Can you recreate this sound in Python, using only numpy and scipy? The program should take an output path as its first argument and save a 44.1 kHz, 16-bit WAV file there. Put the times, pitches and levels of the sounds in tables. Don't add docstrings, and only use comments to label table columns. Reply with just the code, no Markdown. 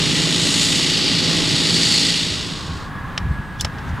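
import sys
import numpy as np
from scipy import signal
from scipy.fft import rfft, irfft
from scipy.io import wavfile

SR = 44100
rng = np.random.default_rng(int(sys.argv[2]) if len(sys.argv) > 2 else 0)


def digitize_waveform(pressure):
    field = np.atleast_2d(pressure).T
    bounded = np.clip(field, -1, 1)
    quanta = np.round(bounded * 32767).astype(np.int16)
    wavfile.write(sys.argv[1], SR, quanta)


N = 176400
T = np.arange(N) / SR
HZ = np.fft.rfftfreq(N, 1 / SR)

# time_s, gain_db
ENGINE_ENVELOPE = [(0, 1.5), (1.0, -.5), (1.35, 1.5), (2.0, -1), (2.35, -5), (2.65, -11)]


def engine(turns):
    # order, relative_db
    crank_orders = [(4, -5.5), (5, -11.5), (6, 3.5), (8, -9), (9, -7), (10, -1.5), (11, -4), (13, -6),
                    (14, -14), (16, -10.5), (18, -11.5)]
    # crank_multiple, relative_db
    gear_tones = [(5.38, -35.5), (6.6, -39.5), (21.9, -49.5), (23.36, -48.5), (30.15, -46)]
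    # frequency_hz, relative_db
    roar_spectrum = [(20, -14), (50, -10), (150, 1), (300, -2), (450, -8.5), (720, -17.5), (1200, -14.5),
                     (4000, -29.5)]

    def tone(order):
        wobble_turns = 0.0044 * drift(5.3)
        waver = amp(2.2 * drift(2.9))
        return waver * np.sin(order * 2 * np.pi * (turns + wobble_turns) + rng.uniform(0, 2 * np.pi))

    drone = amp(-28) * unit(sum(amp(db) * tone(order) for order, db in crank_orders))
    gears = sum(amp(db) * unit(tone(multiple)) for multiple, db in gear_tones)
    roar = amp(-26.5) * unit(noise(roar_spectrum) * (1 + 0.13 * pulses(turns)))
    pan = amp([[-1], [1]])
    return (drone + gears + roar) * amp(curve(ENGINE_ENVELOPE)) * pan


def spreader(turns):
    # frequency_hz, relative_db
    rattle_spectrum = [(900, -25.5), (1750, -14.5), (1945, -5.5), (2100, -9.5), (2550, -8.5), (2880, -2.5),
                       (3150, -4.5), (3600, -1.5), (4600, -4.5), (5500, -9), (6200, -16), (9000, -56)]
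    # time_s, level_db
    rattle_envelope = [(0, -20.5), (.85, -19.5), (1.1, -20), (1.5, -20.5), (1.95, -18.5), (2.15, -20.5),
                       (2.4, -26.5), (2.75, -39)]
    # frequency_hz, relative_db
    spray_spectrum = [(4000, -31), (5400, 0), (6100, -4.5), (6900, 4), (7300, -2.5), (7700, 1), (8500, -4),
                      (10000, -11), (12000, -20.5), (15500, -41)]
    # time_s, level_db
    spray_envelope = [(0, -30), (.4, -27), (.65, -23), (1.05, -31.5), (1.6, -29), (1.95, -24.5),
                      (2.2, -30.5), (2.45, -38.5), (2.75, -48.5)]
    # time_s, level_db
    ring_envelope = [(0, -40), (.7, -28), (1.1, -24), (1.45, -31), (1.95, -18.5), (2.75, -51)]
    throws = 1 + 0.12 * pulses(turns) + 0.052 * np.sin(2 * np.pi * turns)
    flutter_db = 0.66 * drift(44)
    flow = unit(throws * amp(flutter_db))
    ring = band(hz=4545, half_width_hz=380) * amp(curve(ring_envelope))
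    rattle = noise(rattle_spectrum) * amp(curve(rattle_envelope))
    spray = noise(spray_spectrum) * amp(curve(spray_envelope))
    return flow * (rattle + spray + ring)


def far_tractor():
    # frequency_hz, relative_db
    hum_spectrum = [(25, 0), (80, 1), (160, 2.5), (350, -13), (650, -18), (850, -12), (1080, -11),
                    (1400, -12.5), (1680, -12), (2200, -22), (3600, -28), (5500, -38), (12000, -47)]
    # time_s, level_db
    hum_envelope = [(2.0, -58), (2.4, -35.5), (2.8, -30), (3.1, -29), (3.55, -30.5), (4, -27)]
    # time_s, pitch_hz, level_db
    whine_path = [(2.7, 1638, -65), (2.95, 1674, -44), (3.06, 1650, -38), (3.14, 1733, -49),
                  (3.23, 1690, -38), (3.4, 1667, -39.5), (3.68, 1660, -45.5), (4, 1536, -44)]
    pitch_hz = curve(whine_path) * (1 + .01 * drift(39))
    tone = np.sin(2 * np.pi * np.cumsum(pitch_hz) / SR)
    whine = unit(tone * amp(2 * drift(12))) * amp(curve(whine_path, column=2))
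    whirr = band(hz=1085, half_width_hz=96) * swell(peak_s=2.87, width_s=0.32, db=-39.5)
    hum = noise(hum_spectrum, width=0.68) * amp(curve(hum_envelope) + 0.58 * drift(8.9))
    return whine + whirr + hum


def low_bumps():
    # frequency_hz, relative_db
    bump_spectrum = [(15, -30), (70, -0.5), (115, -6.5), (180, -16), (900, -65)]
    # peak_s, width_s, level_db
    bumps = [(2.36, 0.14, -35.5), (2.7, 0.04, -27.5), (3.275, 0.034, -18.5), (3.318, 0.0059, -16.5),
             (3.397, 0.009, -18), (3.595, 0.03, -29), (3.649, 0.009, -26.5), (3.93, 0.022, -21.5)]
    return noise(bump_spectrum, width=0.085) * sum(swell(*bump) for bump in bumps)


def click(db, centre_hz, spread_octaves, decay_s):
    # frequency_hz, bandwidth_hz, gain_db
    modes = [(560, 290, 8), (1780, 1200, -3), (3020, 320, 2.5), (3980, 650, -6), (5380, 280, 4.5),
             (7050, 3500, -9.5)]
    rise_s, hold_s, tail_s = 0.00093, 0.001, 0.024
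    size = SR // 10
    t, hz = T[:size], abs(np.fft.fftfreq(size, 1 / SR)) + 1
    fall = np.exp(-np.maximum(t - hold_s, 0) / decay_s) + amp(-26) * np.exp(-t / tail_s)
    force = np.minimum(t / rise_s, 1) * fall
    body = np.sqrt(sum(amp(gain) ** 2 / (1 + (2 * (hz - f) / width) ** 2) for f, width, gain in modes))
    colour = body / (1 + np.square(np.log2(hz / centre_hz) / spread_octaves) ** 2)
    contacts = np.fft.fft(force * rng.standard_normal(size))
    contacts /= np.sqrt(abs(contacts))
    minimum_phase_filter = np.exp(signal.hilbert(np.log(colour)).conj())
    ring = np.fft.ifft(contacts * minimum_phase_filter).real[:size // 2]
    return amp(db) * ring * np.linalg.norm(force) / np.linalg.norm(ring)


def handling():
    # peak_s, width_s, level_db
    scrapes = [(3.61, .012, -38), (3.893, .012, -49)]
    # start_s, level_db, centre_hz, spread_octaves, decay_s
    clicks = [(3.177, -13.5, 2450, 1.35, 0.003), (3.609, -15, 7020, 1.15, 0.0033),
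              (3.6459, -20.5, 4400, 1.0, 0.0026), (3.648, -16.5, 1890, 2.3, 0.0039),
              (3.7836, -37, 3770, 0.79, 0.0037)]
    mid = band(hz=5300, half_width_hz=1900) * sum(swell(*scrape) for scrape in scrapes)
    side = np.zeros(N)
    for start_s, *shape in clicks:
        add(mid, start_s, click(*shape))
        add(side, start_s, click(*shape))
    squeak = chirp(length_s=.012, from_hz=3200, to_hz=3520, db=-23.5, waver=.03)
    add(mid, 3.597, squeak)
    return mid + amp(-11.5) * np.array([side, -side])


def breeze():
    push = band(hz=60, half_width_hz=62) * amp(-34 + curve(ENGINE_ENVELOPE))
    return np.array([push, -push])


def bird():
    # start_s, length_s, from_hz, to_hz, level_db
    whistles = [(3.28, .12, 7800, 8480, -61), (3.42, .13, 8200, 8520, -62)]
    echo_decay_s = .04
    direct = np.zeros(N)
    for start_s, *shape in whistles:
        add(direct, start_s, chirp(*shape, waver=.008))
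    echoes = rng.standard_normal(N) * np.exp(-T / echo_decay_s)
    return direct + .5 * signal.fftconvolve(direct, echoes / np.linalg.norm(echoes))[:N]


def pulses(turns, rolloff=0.63):
    return unit(sum(rolloff ** k * np.sin(2 * np.pi * k * 2 * turns) for k in range(1, 5)))


def chirp(length_s, from_hz, to_hz, db, waver):
    progress = np.arange(0, length_s, 1 / SR) / length_s
    glide_hz = to_hz + (from_hz - to_hz) * (1 - progress) ** 2
    pitch_hz = glide_hz * (1 + waver * drift(150)[:len(progress)])
    return amp(db) * np.sqrt(np.sin(np.pi * progress)) * np.sin(2 * np.pi * np.cumsum(pitch_hz) / SR)


def noise(points, width=1):
    # frequency_hz, coherence
    likeness = [(50, 1), (160, 0.78), (1500, .92), (3600, 1), (5000, .9995)]
    mid, side = rfft(rng.standard_normal((2, N)))
    coherence = np.clip(1 - width * (1 - spectrum(likeness)), 0, 1)
    mid, side = mid * np.sqrt(1 + coherence), side * np.sqrt(1 - coherence)
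    colour = amp(spectrum(points)) / np.maximum(HZ / points[-1][0], 1) ** 2
    return unit(irfft(np.array([mid + side, mid - side]) * colour, N))


def band(hz, half_width_hz):
    return unit(irfft(rfft(rng.standard_normal(N)) / (1 + ((HZ - hz) / half_width_hz) ** 2), N))


def drift(cutoff_hz):
    return unit(irfft(rfft(rng.standard_normal(N)) / (1 + (HZ / cutoff_hz) ** 4), N))


def swell(peak_s, width_s, db):
    return amp(db) * np.exp(-.5 * ((T - peak_s) / width_s) ** 2)


def curve(points, column=1):
    rows = np.array(points)
    return np.interp(T, rows[:, 0], rows[:, column])


def spectrum(points):
    hz, value = np.transpose(points)
    return np.interp(np.log(HZ + 1), np.log(hz), value)


def amp(db):
    return 10 ** (np.asarray(db) / 20)


def unit(x):
    return x / np.sqrt(np.mean(x ** 2) + 1e-20)


def add(mix, start_s, sound):
    part = mix[round(start_s * SR):][:len(sound)]
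    part += sound[:len(part)]


def scene():
    # time_s, rotation_hz
    crank_speed = [(0, 27.48), (.3, 27.87), (1.3, 27.91), (2.0, 27.73)]
    near_end_s, near_fade_s = 2.93, 0.16
    turns = np.cumsum(curve(crank_speed) * (1 + 0.0019 * drift(8.2))) / SR
    fade = np.clip((near_end_s - T) / near_fade_s, 0, 1)
    near = (engine(turns) + spreader(turns) + breeze()) * fade
    microphone_hiss = amp(-62.5) * rng.standard_normal((2, N))
    return near + far_tractor() + low_bumps() + handling() + bird() + microphone_hiss


def record(dry):
    low_cut = signal.butter(2, 20, "highpass", fs=SR, output="sos")
    high_cut = signal.firwin(511, 15900, window=("kaiser", 9), fs=SR)
    return signal.oaconvolve(signal.sosfilt(low_cut, dry), high_cut[None], "same")


dry = scene()
out = record(dry)
digitize_waveform(out)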